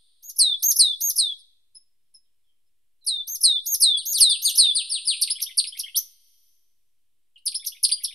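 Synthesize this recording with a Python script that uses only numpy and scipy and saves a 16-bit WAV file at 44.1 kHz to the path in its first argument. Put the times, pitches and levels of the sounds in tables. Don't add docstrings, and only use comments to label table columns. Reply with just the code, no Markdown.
import sys
import numpy as np
from scipy import signal
from scipy.fft import rfft, irfft, next_fast_len
from scipy.io import wavfile
from scipy.ndimage import uniform_filter1d

SR = 44100
rng = np.random.default_rng(int(sys.argv[2]) if len(sys.argv) > 2 else 0)


def unload_wav(signal):
    wavfile.write(
        sys.argv[1],
        SR,
        np.round(np.clip(np.atleast_2d(signal).T, -1, 1) * 32767).astype(np.int16),
    )


N = 358974

# start and length in seconds, pitch factor at the head and at the tail,
# level in dB, swell over the note in dB.
SLUR_CUES = [(0.3881, 0.16, 1, 0.99, -20, 0.5), (0.79, 0.15, 0.97, 0.99, -20.5, -8),
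             (1.18, 0.148, 0.96, 0.96, -24.5, -6), (3.0679, 0.15, 0.94, 1.012, -27, -0.5),
             (3.434, 0.15, 0.96, 1, -19.5, -2), (3.8175, 0.1571, 0.95, 0.97, -18.5, 0),
             (4.2039, 0.13, 1.014, 0.99, -17.5, -1.5), (4.5778, 0.14, 0.99, 0.99, -17.5, 2)]


def undb(db):
    return 10 ** (np.asarray(db) / 20)


def curve(rows, at):
    return np.interp(at, *np.transpose(rows))


def colour(x, spectrum):
    hz, db = np.transpose(spectrum)
    size = next_fast_len(N + SR // 10)
    bin_hz = np.arange(size // 2 + 1) * SR / size
    gain = undb(np.interp(np.log(bin_hz + 1), np.log(hz), db))
    return irfft(rfft(x, size) * gain, size)[..., :N]


def noise(spectrum, width):
    mid, side = colour(rng.standard_normal((2, N)), spectrum)
    return (mid + width * side * np.array([[1], [-1]])) / np.std(mid)


def add(track, start_s, sound):
    i = max(int(start_s * SR), 0)
    part = sound[..., :max(track.shape[-1] - i, 0)]
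    track[..., i:i + part.shape[-1]] += part


def gliding_note(hz, db, waver, edge_s):
    n = len(hz)
    wobble = 10 * uniform_filter1d(rng.standard_normal(n), size=100)
    hz = uniform_filter1d(hz * (1 + waver * wobble), size=40, mode="nearest")
    phase = 2 * np.pi * np.cumsum(hz) / SR
    edge = np.clip(np.minimum(np.arange(n), np.arange(n)[::-1] / 2) / (edge_s * SR), 0, 1)
    loudness = np.sqrt(2) * undb(db) * np.sin(edge * np.pi / 2) ** 2
    return loudness * np.array([np.sin(phase), np.sin(2 * phase)])


def syllables(shape, cues, octave_db, waver, edge_s):
    voice = np.zeros((2, N))
    share, shape_hz, shape_db = np.transpose(shape)
    for start, length, head, tail, db, swell_db in cues:
        progress = np.arange(int((length + edge_s) * SR)) / (length * SR)
        hz = np.interp(progress, share, shape_hz) * (head + progress * (tail - head))
        level_db = db + np.interp(progress, share, shape_db) + swell_db * (progress - .5)
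        add(voice, start, gliding_note(hz, level_db, waver, edge_s))
    return voice * undb([[0], [octave_db]])


def glides(notes, octave_db, crest, droop_db, waver, edge_s=.0025):
    voice = np.zeros((2, N))
    for start, length, from_hz, to_hz, db in notes:
        progress = np.arange(int((length + edge_s) * SR)) / (length * SR)
        hz = from_hz + progress * (to_hz - from_hz)
        level_db = db - droop_db * (2 * (progress - crest)) ** 2
        add(voice, start, gliding_note(hz, level_db, waver, edge_s))
    return voice * undb([[0], [octave_db]])


def flutter(voice):
    # frequency in Hz, gain in dB.
    octave_eq = [(7800, -81.5), (8050, -44), (8400, -4.5), (9500, -3.5), (11000, -1.5), (13000, -4),
                 (13600, -12.5), (14500, -24.5)]
    # time shift in seconds, gain in dB.
    copies = [(-.0058, -1), (0, 0.5), (.0058, -3), (0.0127, -16)]
    tone, octave = voice
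    octave = colour(octave, octave_eq)
    return tone + sum(undb(db) * np.roll(octave, int(shift * SR)) for shift, db in copies)


def scatter(envelope, width):
    mid, side = rng.standard_normal((2, len(envelope))) * envelope / np.sqrt(np.sum(envelope ** 2))
    return (mid + width * side * np.array([[1], [-1]])) / np.sqrt(1 + width ** 2)


def forest(voice, leaves_db, leaves_t60, trunks_db, trunks_t60, bank_db, width, dull_hz, pan_db=0):
    # delay in seconds, gain in dB, left minus right in dB.
    reflections = [(.011, -7.5, 0.5), (0.0032, -21.5, -6), (0.013, -23, -2.5)]
    # delay in seconds, relative level in dB.
    bank_envelope = [(.03, -23), (.12, -7), (.3, 0), (.55, -4.5), (.8, -18.5), (1.3, -39.5)]
    # frequency in Hz, side gain in dB.
    side_eq = [(2500, 7), (6000, 4.5), (9000, 3), (13000, -1.5)]
    t = np.arange(int(1.5 * SR)) / SR
    onset = 1 - np.exp(-t / .0031)
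    leaves = undb(leaves_db) * scatter(onset * undb(-60 * t / leaves_t60), width)
    trunks = undb(trunks_db) * scatter(onset * undb(-60 * t / trunks_t60), width)
    bank = undb(bank_db) * scatter(undb(curve(bank_envelope, t)), width)
    response = leaves + bank + signal.lfilter(*signal.butter(1, dull_hz, fs=SR), trunks)
    response[:, 0] += undb(np.array([pan_db, -pan_db]) / 2)
    for delay, db, side_db in reflections:
        add(response, delay, undb(db + np.array([[side_db], [-side_db]]) / 2))
    left, right = signal.fftconvolve(flutter(voice)[None], response, axes=1)[:, :N]
    return (left + right) / 2 + colour((left - right) / 2, side_eq) * np.array([[1], [-1]])


def background(song):
    # frequency in Hz, relative level in dB.
    air_eq = [(25, 1.5), (60, -11), (100, -5.5), (150, -20.5), (250, -16.5), (370, -18), (600, -24.5),
              (1500, -26), (3200, -18), (4300, -22.5), (6500, -25.5), (8000, -21), (9500, -19),
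              (12500, -21), (15500, -26.5)]
    ring_eq = [(2500, -35), (3400, 1.5), (4700, -4), (5600, -24), (8000, -30.5), (8600, -3), (9600, -4.5),
               (10500, -22), (15000, -38.5)]
    song_noise_eq = [(25, 9.5), (100, -2.5), (250, -6.5), (500, -13.5), (1300, -20.5), (2200, -8),
                     (4000, 0.5), (15000, -20)]
    crackle_eq = [(30, -0.5), (300, -9), (1200, -11), (2500, -28.5), (8000, -63.5)]
    t = np.arange(N) / SR
    air = undb(-81) * noise(air_eq, width=.6)
    ring_db = curve([(0, -67), (.22, -70.5), (.8, -100), (1.5, -130)], t)
    ring = undb(ring_db) * noise(ring_eq, width=.65)
    song_rms = np.sqrt(np.abs(uniform_filter1d(song[0] ** 2, size=600)))
    song_noise = undb(-50.5) * song_rms ** .6 * noise(song_noise_eq, width=.82)
    crackle = undb(-53) * np.exp(-np.abs(t - .806) / .005) * noise(crackle_eq, width=.4)
    return air + ring + song_noise + crackle


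def distant_bird():
    # start and length in seconds, first and last pitch in Hz, level in dB.
    calls = [(2.04, 0.027, 3000, 3530, -99), (2.235, 0.031, 4000, 2897, -90),
             (2.435, 0.077, 3500, 3014, -86), (3.01, 0.043, 4200, 3710, -67.5)]
    voice = glides(calls, octave_db=-18.5, crest=.55, droop_db=5.5, waver=.02)
    return forest(voice, leaves_db=6, leaves_t60=.3, trunks_db=-4, trunks_t60=.7,
                  bank_db=-20.5, width=.8, dull_hz=5910, pan_db=-1)


def murmurer():
    # delay and length in seconds, first and last base
    # pitch in Hz, relative level in dB.
    figure = [(0, .019, 2950, 3380, 0), (.028, .016, 2200, 2080, -12), (.045, .011, 3620, 2400, -5)]
    # start of the figure in seconds, pitch factor, level in dB.
    cues = [(5.354, 1.013, -37), (5.4617, 1.06, -36), (5.723, 1.013, -37.5), (5.834, .98, -34.5),
            (7.596, 1.08, -43.5), (7.719, 1.02, -45), (7.973, 1.04, -44.5), (8.078, 1.094, -38)]
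    # start and length in seconds, first and last
    # pitch in Hz, level in dB.
    opening = [(7.358, .015, 3280, 2700, -49), (7.378, .0063, 3020, 5410, -61)]
    notes = [(start + delay, length, pitch * from_hz, pitch * to_hz, db + note_db)
             for start, pitch, db in cues for delay, length, from_hz, to_hz, note_db in figure]
    voice = glides(opening + notes, octave_db=-.5, crest=.32, droop_db=3, waver=.055)
    return forest(voice, leaves_db=-5.5, leaves_t60=.14, trunks_db=-11.5, trunks_t60=.59,
                  bank_db=-30.5, width=.37, dull_hz=9000)


def pips(length_s=.021):
    # start in seconds, first and last pitch in Hz, level in dB.
    cues = [(1.752, 4980, 5265, -46), (2.145, 5310, 5174, -49.5), (2.66, 5140, 5143, -84.5),
            (4.899, 5380, 5180, -31), (5.053, 5315, 5070, -36.5)]
    notes = [(start, length_s, from_hz, to_hz, db) for start, from_hz, to_hz, db in cues]
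    return glides(notes, octave_db=-2, crest=.28, droop_db=3, waver=.0087)


def twitterer():
    # share of the length, base pitch in Hz, relative level in dB.
    chip = [(0.0, 6244, -4.5), (0.15, 5090, 2.5), (0.35, 4685, 9.5), (0.55, 4425, 3.5), (0.75, 4070.0, 8),
            (1.0, 2560, -16)]
    scoop = [(0.0, 6016, 11), (0.1, 3240, -2), (0.23, 2390, -15), (0.5, 2090, -33.5), (0.62, 3220, -6.5),
             (0.73, 4760.0, 2.5), (0.86, 5087, -1), (1.0, 5066, -5.5)]
    hook = [(0, 2567, 2), (.14, 4950, -4), (.3, 6000, -20), (.52, 6546, -6.5), (.75, 5740, 16.5),
            (.89, 4310, 9), (1, 2820, -15.5)]
    flourish = [(0, 3104, -10), (.25, 3662, -8.5), (.38, 4676, -3.5), (.5, 5564, -2), (.7, 6050, 1.5),
                (.88, 6230, -5.5), (1, 6385, -4)]
    # start and length in seconds, pitch factor at the head and at the
    # tail, level in dB, swell over the note in dB.
    chip_cues = [(5.2189, 0.027, 0.99, 0.86, -30.5, -23.5), (5.5773, 0.03, 0.97, 0.98, -26, -6),
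                 (7.46, 0.025, 1.072, 1.05, -31.5, 6.5), (7.8344, 0.021, 1.083, 1.04, -24, 5.5)]
    scoop_cues = [(5.2741, 0.045, 0.9, 1.013, -26.5, 9.5), (5.639, 0.049, 0.87, 1.077, -33, -5.5),
                  (7.5172, 0.048, 1.036, 1.018, -32.5, 17.5), (7.889, 0.046, 1.034, 0.96, -24.5, 15.5)]
    hook_cues = [(5.4015, 0.034, 0.99, 0.99, -35, -8), (5.773, 0.035, 1.17, 0.89, -39.5, -4.5),
                 (7.648, .032, 1.13, 0.95, -37.5, -6.5), (8.019, 0.036, 1.04, 0.9, -43, 20)]
    flourish_cues = [(5.945, 0.047, 0.96, 1, -22.5, 0)]
    voice = syllables(chip, chip_cues, octave_db=1.5, waver=.005, edge_s=.00099)
    voice += syllables(scoop, scoop_cues, octave_db=.5, waver=.02, edge_s=.0023)
    voice += syllables(hook, hook_cues, octave_db=1, waver=.0041, edge_s=.0014)
    voice += syllables(flourish, flourish_cues, octave_db=1, waver=.013, edge_s=.0029)
    voice += pips()
    return forest(voice, leaves_db=-8.5, leaves_t60=.15, trunks_db=-15, trunks_t60=.37,
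                  bank_db=-34.5, width=.42, dull_hz=12000)


def slider():
    # start and length in seconds, first pitch in Hz, level in dB.
    slides = [(3.9736, 0.053, 4874, -33), (4.1417, 0.065, 5087, -26), (4.2973, 0.065, 5037, -24.5),
              (4.449, 0.06, 4960, -21.5), (4.601, 0.067, 5080, -26.5), (4.7534, 0.067, 5050, -23.5),
              (4.919, 0.016, 4840, -25), (4.9347, 0.055, 4616, -27.5), (5.0732, 0.072, 5084, -23)]
    fall_hz_per_s = 37700
    notes = [(start, length, hz, hz - fall_hz_per_s * length, db) for start, length, hz, db in slides]
    voice = glides(notes, octave_db=2.5, crest=.28, droop_db=7.5, waver=.007)
    return forest(voice, leaves_db=-7.5, leaves_t60=.3, trunks_db=-9.5, trunks_t60=1,
                  bank_db=-42.5, width=.14, dull_hz=11000, pan_db=3)


def ornaments():
    # start in seconds, level in dB.
    flick_cues = [(0.364, -40.5), (.763, -22.5), (1.162, -27.5), (3.048, -53), (3.4117, -30.5),
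                  (3.8049, -25), (4.181, -25), (4.555, -27.5)]
    flick_s, flick_hz = .0098, (4850, 6600)
    trail_delay_s, trail_s, trail_hz, trail_db = .208, .024, (5600, 4250), -36
    flicks = [(start, flick_s, *flick_hz, db) for start, db in flick_cues]
    trails = [(start + trail_delay_s, trail_s, *trail_hz, db + trail_db)
              for start, _, _, _, db, _ in SLUR_CUES]
    return glides(flicks + trails, octave_db=1, crest=.43, droop_db=2.5, waver=.006)


def whistler():
    # share of the length, base pitch in Hz, relative level in dB.
    arch = [(0, 3500, -12), (.06, 5660, -3), (.11, 6316, -2), (.3, 6432, -1), (.55, 6540, -1),
            (.88, 6430, 0), (.95, 5400, 3), (1, 3300, -16)]
    slur = [(0.0, 6600, -7), (0.04, 5280.0, 1.5), (0.1, 4630, 1.5), (0.2, 4250, 2), (0.35, 3980, 0.5),
            (0.6, 3684, -2.5), (0.93, 3518, -5), (1.0, 3426, -3)]
    arch_cues = [(.228, .077, 1.01, 1.04, -43, 13), (.627, .094, 1, 1, -21.5, 0),
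                 (1.008, .102, 1.03, .985, -26, 0), (3.274, .089, .98, .99, -33, 0),
                 (3.661, .093, 1.05, .975, -25.5, 3), (4.056, .081, 1, 1.035, -28.5, 2),
                 (4.421, .084, 1, 1.03, -30, 0)]
    voice = undb(-.33) * syllables(arch, arch_cues, octave_db=1.5, waver=.0035, edge_s=.0008)
    voice += syllables(slur, SLUR_CUES, octave_db=2, waver=.0035, edge_s=.004)
    voice += ornaments()
    return forest(voice, leaves_db=-10, leaves_t60=.18, trunks_db=-18, trunks_t60=.58,
                  bank_db=-60, width=.73, dull_hz=3500)


def scene():
    song = whistler() + slider() + twitterer() + murmurer()
    return song + distant_bird() + background(song)


def record(dry):
    top_hz, offset = 15600, -.0008
    return signal.sosfilt(signal.ellip(10, .2, 80, top_hz, fs=SR, output="sos"), dry) + offset


dry = scene()
out = record(dry)
unload_wav(out)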